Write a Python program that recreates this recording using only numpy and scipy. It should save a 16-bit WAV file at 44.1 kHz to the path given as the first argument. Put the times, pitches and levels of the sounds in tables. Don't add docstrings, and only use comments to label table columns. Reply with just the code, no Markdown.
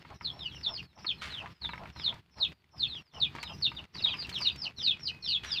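import sys
import numpy as np
from scipy import signal
from scipy.fft import rfft, irfft
from scipy.io import wavfile
from scipy.ndimage import uniform_filter1d

SR = 44100
rng = np.random.default_rng(int(sys.argv[2]) if len(sys.argv) > 2 else 0)


def bounce(signal):
    frames = np.transpose(np.atleast_2d(signal))
    limited = np.clip(frames, -1, 1)
    pcm = np.round(limited * 32767).astype(np.int16)
    wavfile.write(sys.argv[1], SR, pcm)


N = 246959
TIME = np.arange(N) / SR


def amp(db):
    return 10 ** (np.asarray(db) / 20)


def evened(x):
    return x / np.sqrt(np.mean(x ** 2) + 1e-20)


def look_up(points, hz):
    freqs, values = np.transpose(points)
    return np.interp(np.log(hz + 1), np.log(freqs + 1), values)


def add(mix, start, sound):
    part = mix[max(round(start * SR), 0):][:len(sound)]
    part += sound[:len(part)]


def noise(spectrum, size=N):
    gains = amp(look_up(spectrum, np.fft.rfftfreq(size, 1 / SR)))
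    return evened(irfft(rfft(rng.standard_normal(size)) * gains, size))


def wander(rate_hz):
    hz = np.fft.rfftfreq(N, 1 / SR)
    return evened(irfft(rfft(rng.standard_normal(N)) / (1 + (hz / rate_hz) ** 2), N))


def humps(rows):
    return sum(amp(db) * np.exp(-(2 * (TIME - middle) / length) ** 2) for middle, db, length in rows)


def voice(notes, level_db, jitter, shimmer, octave_db):
    # (frequency [Hz], level [dB])
    throat = [(2400, 0), (2900, 3.5), (3400, 0.5), (4400, 1), (4900, 1), (5300, -4.5), (5600, -7),
              (6000, -11.5)]
    throat_octave = [(5000, 11.5), (7000, -6), (8300, -6.5), (9200, -17.5), (12000, -26.5)]
    out = np.zeros(N)
    waver = evened(wander(rate_hz=450) + wander(rate_hz=60))
    tremble = wander(rate_hz=90)
    for start, pitch, gain in notes:
        t = TIME[:len(pitch)]
        span = (round(start * SR) + np.arange(len(t))) % N
        phase = 2 * np.pi * np.cumsum(pitch * (1 + jitter * waver[span])) / SR
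        fade = np.clip(np.minimum(t, t[-1] - t) / .005, 0, 1)
        octave = amp(octave_db + look_up(throat_octave, 2 * pitch)) * np.sin(2 * phase)
        level = gain * amp(look_up(throat, pitch)) * fade * (1 + shimmer * tremble[span])
        add(out, start, level * (np.sin(phase) + octave))
    return amp(level_db) * out


def glide(start, length, from_hz, to_hz, bow_hz, db, roundness):
    progress = np.arange(0, length, 1 / SR) / length
    bow = np.maximum(1 - (2 * progress - 1) ** 2, 0)
    return start, from_hz + (to_hz - from_hz) * progress + bow_hz * bow, amp(db) * bow ** roundness


def thin_whistles():
    # (start [s], length [s], first pitch [Hz], last pitch [Hz], upward bow [Hz], level [dB])
    whistles = [ (0.000, 0.034, 5240, 5230, 20, -60), (0.064, .045, 4640, 4110, 18, -69),
                (0.121, .060, 4400, 3740, 10, -68), (0.299, .222, 5140, 3470, 980, -54),
                (0.808, 0.39, 5070, 5270, 190, -65.5), (0.820, .110, 4790, 3500, 130, -60.5),
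                (0.968, 0.042, 5300, 4500, 10, -60.5), (1.12, 0.038, 5360, 4800, 150, -61),
                (1.74, 0.066, 5440, 5380, 10, -64), (2.509, 0.12, 4670, 4320, 210, -68),
                (2.930, 0.066, 5050, 4660, 80, -63), (2.943, 0.17, 5520, 3910, 750, -57.5),
                (3.432, 0.14, 4940, 4860, 200, -55.5), (3.684, 0.12, 5150, 4300, 110, -62.5),
                (3.958, 0.18, 4900, 4360, 290, -51.5), (4.442, 0.14, 4930, 4500, 79, -56),
                (5.100, 0.16, 2573, 2470, 2.7, -52), (5.400, 0.044, 2520, 2460, 5, -52)]
    notes = [glide(*row, roundness=.29) for row in whistles]
    return voice(notes, level_db=1, jitter=.0016, shimmer=.18, octave_db=-39)


def rumble():
    # (time [s], level [dB])
    levels = [(0, -53.5), (1, -54.5), (2.1, -51.5), (2.8, -53.5), (3.3, -51), (4.4, -50.5), (5, -53.5),
              (5.6, -53.5)]
    # (frequency [Hz], level [dB])
    spectrum = [(20, -15.5), (45, -29.5), (68, 5), (80, -1.5), (120, -2), (170, -2.5), (240, -11.5),
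                (400, -16), (900, -49), (6000, -47.5)]
    return amp(np.interp(TIME, *np.transpose(levels)) + 1.8 * wander(rate_hz=9)) * noise(spectrum)


def cushioned(t, contact_s=.0002):
    return 1 - np.exp(-(t / contact_s) ** 2)


def dabbling(clicks_per_s=130, spread_db=12.5, click_fade_s=.015, idle_db=-62):
    # (middle [s], level [dB], length [s])
    bouts = [(1.3, -79, .14), (2.02, -64.5, 0.22), (3.38, -55.5, .08), (4.2, -61, 0.72), (5.6, -65, 0.053)]
    # (frequency [Hz], level [dB])
    smack = [(150, -15), (350, 3.5), (550, 4.5), (1000, -5.5), (2200, 7), (4000, -7.5), (6000, -13.5),
             (10000, -32), (15500, -39)]
    wash = [(100, -14.5), (300, 0), (500, -4), (900, 1.5), (1500, -0.5), (3000, -2.5), (4600, -5.5),
            (6000, -19.5), (8000, -26.5), (10000, -45.5), (15500, -54)]
    clicks = rng.random(N) < clicks_per_s / SR
    clicks = clicks * amp(spread_db * np.minimum(rng.exponential(1, N), 2.6))
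    kinds = rng.integers(0, 8, N)
    patter, t = np.zeros(N), TIME[:1024]
    for kind in range(8):
        grain = noise(smack, size=len(t)) * cushioned(t) * amp(-60 * t / click_fade_s)
        patter += signal.oaconvolve(clicks * (kinds == kind), grain)[:N]
    return (amp(idle_db) + humps(bouts)) * (amp(1) * noise(wash) + amp(-1.5) * evened(patter))


def lull_db():
    # (start [s], end [s], depth [dB])
    lulls = [(0.031, 0.048, 10.5), (0.172, 0.209, 15.5), (0.863, 0.985, 16), (1.535, 1.612, 20),
             (1.914, 1.957, 12), (2.207, 2.364, 17.5), (2.537, 2.761, 18.5), (3.026, 3.136, 19),
             (3.857, 3.94, 18.5), (4.711, 4.778, 11), (5.182, 5.248, 6)]
    drop = sum(float(depth) * ((TIME > start) & (TIME < end)) for start, end, depth in lulls)
    return uniform_filter1d(drop, size=900)


def knocks(level_db=2, crack_fade_s=.075, snap_s=.004):
    # (time [s], peak level [dB], treble tilt [dB per tenfold rise in frequency])
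    strikes = [(0.0497, -38, -19.5), (0.114, -66, -13), (0.21, -36.5, -7), (1.046, -35, -16),
               (1.459, -34, -10), (1.619, -45, -20), (1.646, -35.5, 16), (1.691, -32.5, -9),
               (1.734, -27.5, -6), (1.778, -35.5, 11), (1.856, -37, -3), (1.961, -42.5, -17),
               (1.997, -37.5, 0.5), (2.081, -41, 6), (2.126, -34.5, -6), (2.158, -47.5, -4),
               (3.351, -31.5, -50), (3.385, -34, -7), (3.431, -30, 18), (3.717, -37, -2),
               (3.954, -36, 22.5), (4.059, -34.5, 17), (4.139, -32, 13), (4.16, -46, 5), (4.184, -40.5, 13),
               (4.252, -59, 15), (4.315, -42.5, 28), (4.406, -42.5, -10), (4.416, -35.5, -2)]
    # (frequency [Hz], level [dB], time to fade by 60 dB [s])
    bowl = [(580, -19, 0.56), (970, -1, 0.084), (983, 9, 0.083), (1239, 4, 0.13), (1613, -14, 0.027),
            (1750, -9.5, 0.18), (2297, 1, 0.11), (2760, -8.5, 0.18), (3230, -5.5, 0.048)]
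    # (frequency [Hz], level [dB])
    spectrum = [(150, -23.5), (330, -2), (550, -12), (1000, 9.5), (2200, 13), (3500, -4.5), (5000, -11.5),
                (7000, -25.5), (15000, -34.5)]
    out, t = np.zeros(N), TIME[:4096]
    for start, peak_db, tilt in strikes:
        ring = np.zeros(len(t))
        for hz, db, fade_s in bowl:
            phase = 2 * np.pi * hz * rng.uniform(.93, 1.03) * t + rng.uniform(0, 2 * np.pi)
            ring += amp(db - 60 * t / fade_s) * np.sin(phase)
        tilted = [(hz, db + tilt * np.log10(min(hz, 4000) / 1200)) for hz, db in spectrum]
        crack = noise(tilted, size=len(t)) * amp(-60 * t / crack_fade_s)
        snap = 1 + 1.2 * np.exp(-t / snap_s)
        blow = (evened(crack) + evened(ring)) * snap
        add(out, start, amp(peak_db + level_db) * cushioned(t) * blow / abs(blow).max())
    return out


def snuffles():
    # (middle [s], level [dB], length [s])
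    puffs = [(0.118, -48, 0.035), (0.366, -56, 0.15), (0.702, -47, 0.068), (0.987, -55.5, 0.049),
             (1.437, -44.5, 0.052), (1.825, -46, 0.062), (2.119, -52, 0.082), (2.407, -52, 0.072),
             (2.749, -56.5, 0.027), (3.18, -49, 0.063), (3.412, -58.5, 0.14), (3.511, -47.5, 0.041),
             (3.794, -52, 0.028), (4.093, -51.5, 0.073), (4.408, -44.5, 0.011), (4.662, -54, 0.075)]
    # (frequency [Hz], level [dB])
    spectrum = [(200, -9), (450, -10.5), (650, -0.5), (950, -1), (1300, -8), (2000, -26.5), (5000, -45.5),
                (12000, -68.5)]
    return humps(puffs) * noise(spectrum)


def voice_break(t, flip_s=.002):
    return .5 + .5 * np.tanh(t / flip_s)


def near_peeps(sag_hz_per_s=3000, bend_hz=139, break_hz=610, twin_hz=443):
    # (loudest moment [s], level [dB], held pitch [Hz], lead-in [s], lead-in level [dB],
    # fall time [s], loudest moment to break [s], loudest moment to end [s])
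    peeps = [ (0.274, -32, 5160, .140, -56, 0.046, .038, 0.0344),
             (0.661, -31, 5180, 0.15, -54, 0.039, 0.028, 0.035),
             (1.085, -28.5, 5180, 0.15, -54.5, 0.031, 0.029, .045),
             (1.646, -35.5, 4950, 0.15, -62, 0.051, 0.019, 0.032),
             (2.068, -29, 5010, 0.15, -51.5, 0.046, 0.031, 0.033),
             (2.43, -25, 5140, 0.13, -56.5, .040, 0.021, 0.049),
             (2.828, -26, 5140, .125, -54, 0.047, 0.028, 0.048),
             (3.226, -27, 5160, .120, -54.5, 0.035, 0.026, 0.055),
             (3.656, -20.5, 5380, 0.15, -54.5, 0.047, 0.011, 0.029),
             (4.051, -27.5, 5215, 0.13, -51.5, 0.043, 0.036, 0.065),
             (4.475, -25, 5390, 0.13, -45.5, .044, .015, 0.037),
             (4.881, -28.5, 5390, 0.13, -48, .056, 0.036, 0.076),
             (5.335, -24.5, 5350, 0.14, -59, 0.05, 0.028, 0.046),
             (5.578, -33, 5500, 0.066, -79, 0.034, 0.016, .030)]
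    swell_db_per_s, fade_db_per_s, break_db = 287.5, 161.5, 13
    notes = []
    for peak, db, held_hz, lead_s, lead_db, fall_s, break_s, end_s in peeps:
        t = np.arange(-lead_s, end_s, 1 / SR)
        low = voice_break(t - break_s)
        held = held_hz - sag_hz_per_s * (t + fall_s)
        fall = 2800 + (3719 - 2800) * np.exp(-t / fall_s)
        hz = -bend_hz * np.logaddexp(-held / bend_hz, -fall / bend_hz)
        hz -= break_hz * low
        opened = .5 + .5 * np.tanh((4500 - hz) / 213)
        swell = opened * amp(db + np.minimum(swell_db_per_s * t, -fade_db_per_s * t) - break_db * low)
        lead = amp(lead_db) * np.minimum((t + lead_s) / .028, 1)
        notes.append((peak - lead_s, hz, lead + swell))
        notes.append((peak - lead_s, hz + twin_hz, amp(-1) * lead))
    return voice(notes, level_db=1, jitter=.009, shimmer=.65, octave_db=-36.5)


def soft_peeps():
    # (start [s], length [s], first pitch [Hz], last pitch [Hz], level [dB])
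    peeps = [ (0.389, .098, 4020, 2504, -45), (0.499, 0.08, 3514, 2720, -51.5),
             (1.178, 0.066, 4430, 3550, -54), (1.302, 0.12, 4230, 2393, -45),
             (1.665, 0.066, 4610, 3560, -52.5), (1.957, 0.088, 4400, 2800, -50.5),
             (2.333, 0.078, 4630, 3800, -62), (2.868, .132, 4536, 2664, -45.5),
             (3.111, 0.093, 3440, 2525, -54.5), (3.396, 0.14, 4734, 2650, -48.5),
             (3.474, 0.0283, 3110, 2720, -40.5), (3.761, 0.042, 3970, 2510, -48),
             (3.938, 0.069, 4950, 3320, -44), (3.99, 0.032, 2870, 2440, -47),
             (4.084, 0.073, 4310, 2310, -41.5), (4.322, 0.067, 4570, 2566, -41.5),
             (4.761, 0.08, 4500, 2720, -43.5), (5.223, 0.072, 4500, 2740, -40),
             (5.478, 0.089, 3960, 3030, -43.5)]
    notes = [glide(*row, bow_hz=38.7, db=db, roundness=.36) for *row, db in peeps]
    return voice(notes, level_db=4, jitter=.018, shimmer=.64, octave_db=-33.5)


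def arched_peeps(edge_hz=4100, low_from_hz=3200, low_to_hz=2438, low_s=.032):
    # (plunge time [s], level [dB], top pitch [Hz], arch length [s], low note level [dB])
    peeps = [ (0.777, -38, 5450, 0.11, -45.5), (4.230, -37.5, 5070, 0.09, -46),
             (4.441, -37, 5370, 0.093, -41), (4.65, -35, 5380, 0.087, -42.5),
             (4.856, -35, 5340, 0.071, -41.5), (5.078, -34, 5490, 0.091, -40),
             (5.298, -34, 5460, 0.077, -38.5), (5.546, -34, 5790, 0.11, -38.5)]
    notes = []
    for plunge, db, top_hz, arch_s, low_db in peeps:
        t = np.arange(-arch_s, low_s, 1 / SR)
        left = np.maximum(-t / arch_s, 0)
        sunk = np.maximum(t / low_s, 0)
        low = voice_break(t)
        arch_hz = top_hz - (top_hz - edge_hz) * abs(1 - left / .74) ** 2.1
        arch_db = db - 22.5 * np.maximum(left - .12, 0)
        hz = (1 - low) * arch_hz + low * (low_from_hz + (low_to_hz - low_from_hz) * sunk)
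        gain = amp((1 - low) * arch_db + low * (low_db - 2.5 * sunk))
        catch = 1 - .63 * np.exp(-(t / .0035) ** 2)
        notes.append((plunge - arch_s, hz, catch * gain))
    return voice(notes, level_db=2.5, jitter=.0072, shimmer=.93, octave_db=-26)


def splashes(grain_db=4.5):
    # (time [s], level [dB], rise [s], time to fade by 60 dB [s])
    landings = [(1.212, -41, 0.0081, 0.63), (5.433, -43.5, 0.0027, 0.53)]
    # (frequency [Hz], level [dB])
    spectrum = [(150, -16.5), (500, -14.5), (1100, -6), (1500, 0.5), (2200, -2.5), (3000, -1.5),
                (4600, -12), (6000, -21.5), (9000, -29.5), (15500, -44)]
    swell = np.zeros(N)
    for start, db, rise_s, fade_s in landings:
        t = TIME - start
        rise_db = -15 * np.clip(1 - t / rise_s, 0, 1)
        swell += (t > 0) * amp(db + rise_db - 60 * np.maximum(t - rise_s, 0) / fade_s)
    return swell * noise(spectrum) * amp(grain_db * wander(rate_hz=1400))


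def ticks(level_db=-7, rise_s=.0016):
    # (time [s], level [dB], time to fade by 60 dB [s])
    flicks = [(2.141, -45, 0.04), (3.3517, -40, 0.037), (3.4287, -29, 0.046), (3.4354, -34, 0.016),
              (3.955, -62, 0.03), (4.168, -45, 0.03), (4.201, -43, 0.025), (4.2697, -41, 0.036),
              (4.2927, -31.5, 0.064), (4.2984, -39, 0.036), (4.3414, -39, 0.03), (4.387, -37.5, 0.03),
              (4.4117, -35, 0.035), (4.4842, -39.5, 0.04), (4.56, -36, 0.023)]
    # (frequency [Hz], level [dB])
    spectrum = [(500, -57.5), (2500, 16), (5000, 7.5), (8000, -2), (10000, -8), (15500, -14.5)]
    out, t = np.zeros(N), TIME[:2048]
    for start, db, fade_s in flicks:
        swell = np.minimum(t / rise_s, 1) * amp(db + level_db - 60 * np.maximum(t - rise_s, 0) / fade_s)
        add(out, start - rise_s / 2, noise(spectrum, size=len(t)) * swell)
    return out


def squelches(pops_per_s=400, spread_db=4, pop_fade_s=.018):
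    # (middle [s], level [dB], length [s])
    churning = [(4.35, -59.5, 0.49)]
    # (frequency [Hz], level [dB])
    spectrum = [(500, -4), (2500, 13), (6000, -2), (9000, -13), (15500, -11.5)]
    pops = (rng.random(N) < pops_per_s / SR) * amp(spread_db * np.minimum(rng.exponential(1, N), 3))
    energy = signal.oaconvolve(pops ** 2, amp(-120 * TIME[:1024] / pop_fade_s))[:N]
    return humps(churning) * evened(np.sqrt(abs(energy)) * noise(spectrum))


def boards(x, distance, strength):
    # (delay [ms], gain [ratio])
    echoes = [(1.596, 0.07), (3.952, 0.408), (4.794, 0.237), (5.362, 0.146), (7.002, 0.21), (7.766, 0.175),
              (9.23, 0.095), (11.104, 0.357), (12.28, 0.302), (14.261, 0.108), (15.899, 0.139),
              (17.405, 0.105), (23.683, 0.112), (25.101, 0.237)]
    hz = np.fft.rfftfreq(2 * N, 1 / SR)
    reflected = sum(gain * np.exp(-2j * np.pi * hz * distance * ms / 1000) for ms, gain in echoes)
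    response = 1 + strength * reflected
    return irfft(rfft(x, 2 * N) * response / np.sqrt(np.mean(abs(response) ** 2)))[:N]


def scatter(x, level_db, fade_s):
    t = TIME[:SR // 10]
    echoes = rng.choice([-1., 1.], len(t)) * (rng.random(len(t)) < .05) * (t > .004)
    echoes *= amp(-60 * t / fade_s)
    return x + amp(level_db) * signal.fftconvolve(x, evened(echoes) / np.sqrt(len(t)))[:N]


def cage_tail(x):
    # (frequency [Hz], time to fade by 60 dB [s])
    fade_times = [(200, 0.11), (1000, 0.64), (3500, 0.16), (8000, 0.61), (15000, 0.27)]
    size = SR // 2
    echoes = rng.choice([-1., 1.], size) * (rng.random(size) < .06) * (TIME[:size] > .008)
    hz, t, bands = signal.stft(echoes, SR, nperseg=256)
    tail = signal.istft(bands * amp(-60 * t / look_up(fade_times, hz)[:, None]), SR, nperseg=256)[1]
    return signal.fftconvolve(x, tail / np.linalg.norm(tail))[:N]


def scene():
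    near = boards(near_peeps(), distance=1, strength=.84)
    others = boards(arched_peeps(), distance=.9, strength=1.15)
    others += boards(soft_peeps() + thin_whistles(), distance=.7, strength=1.1)
    near = scatter(near, level_db=-17, fade_s=.13)
    others = scatter(others, level_db=-12, fade_s=.1)
    feeding = knocks() + ticks() + boards(splashes() + snuffles(), distance=1.2, strength=.52)
    tail = cage_tail(amp(-18) * near + amp(-20.5) * others + amp(-19) * feeding)
    lull = lull_db()
    background = (rumble() + tail) * amp(-lull) + (dabbling() + squelches()) * amp(-.85 * lull)
    hiss = amp(-87.5) * evened(rng.standard_normal(N))
    return ((near + others) * amp(-.7 * lull) + feeding + background + hiss)[None]


def record(dry):
    low_pass = signal.firwin(511, 15600, window=("kaiser", 9), fs=SR)
    return signal.oaconvolve(dry, low_pass[None], "same")


dry = scene()
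out = record(dry)
bounce(out)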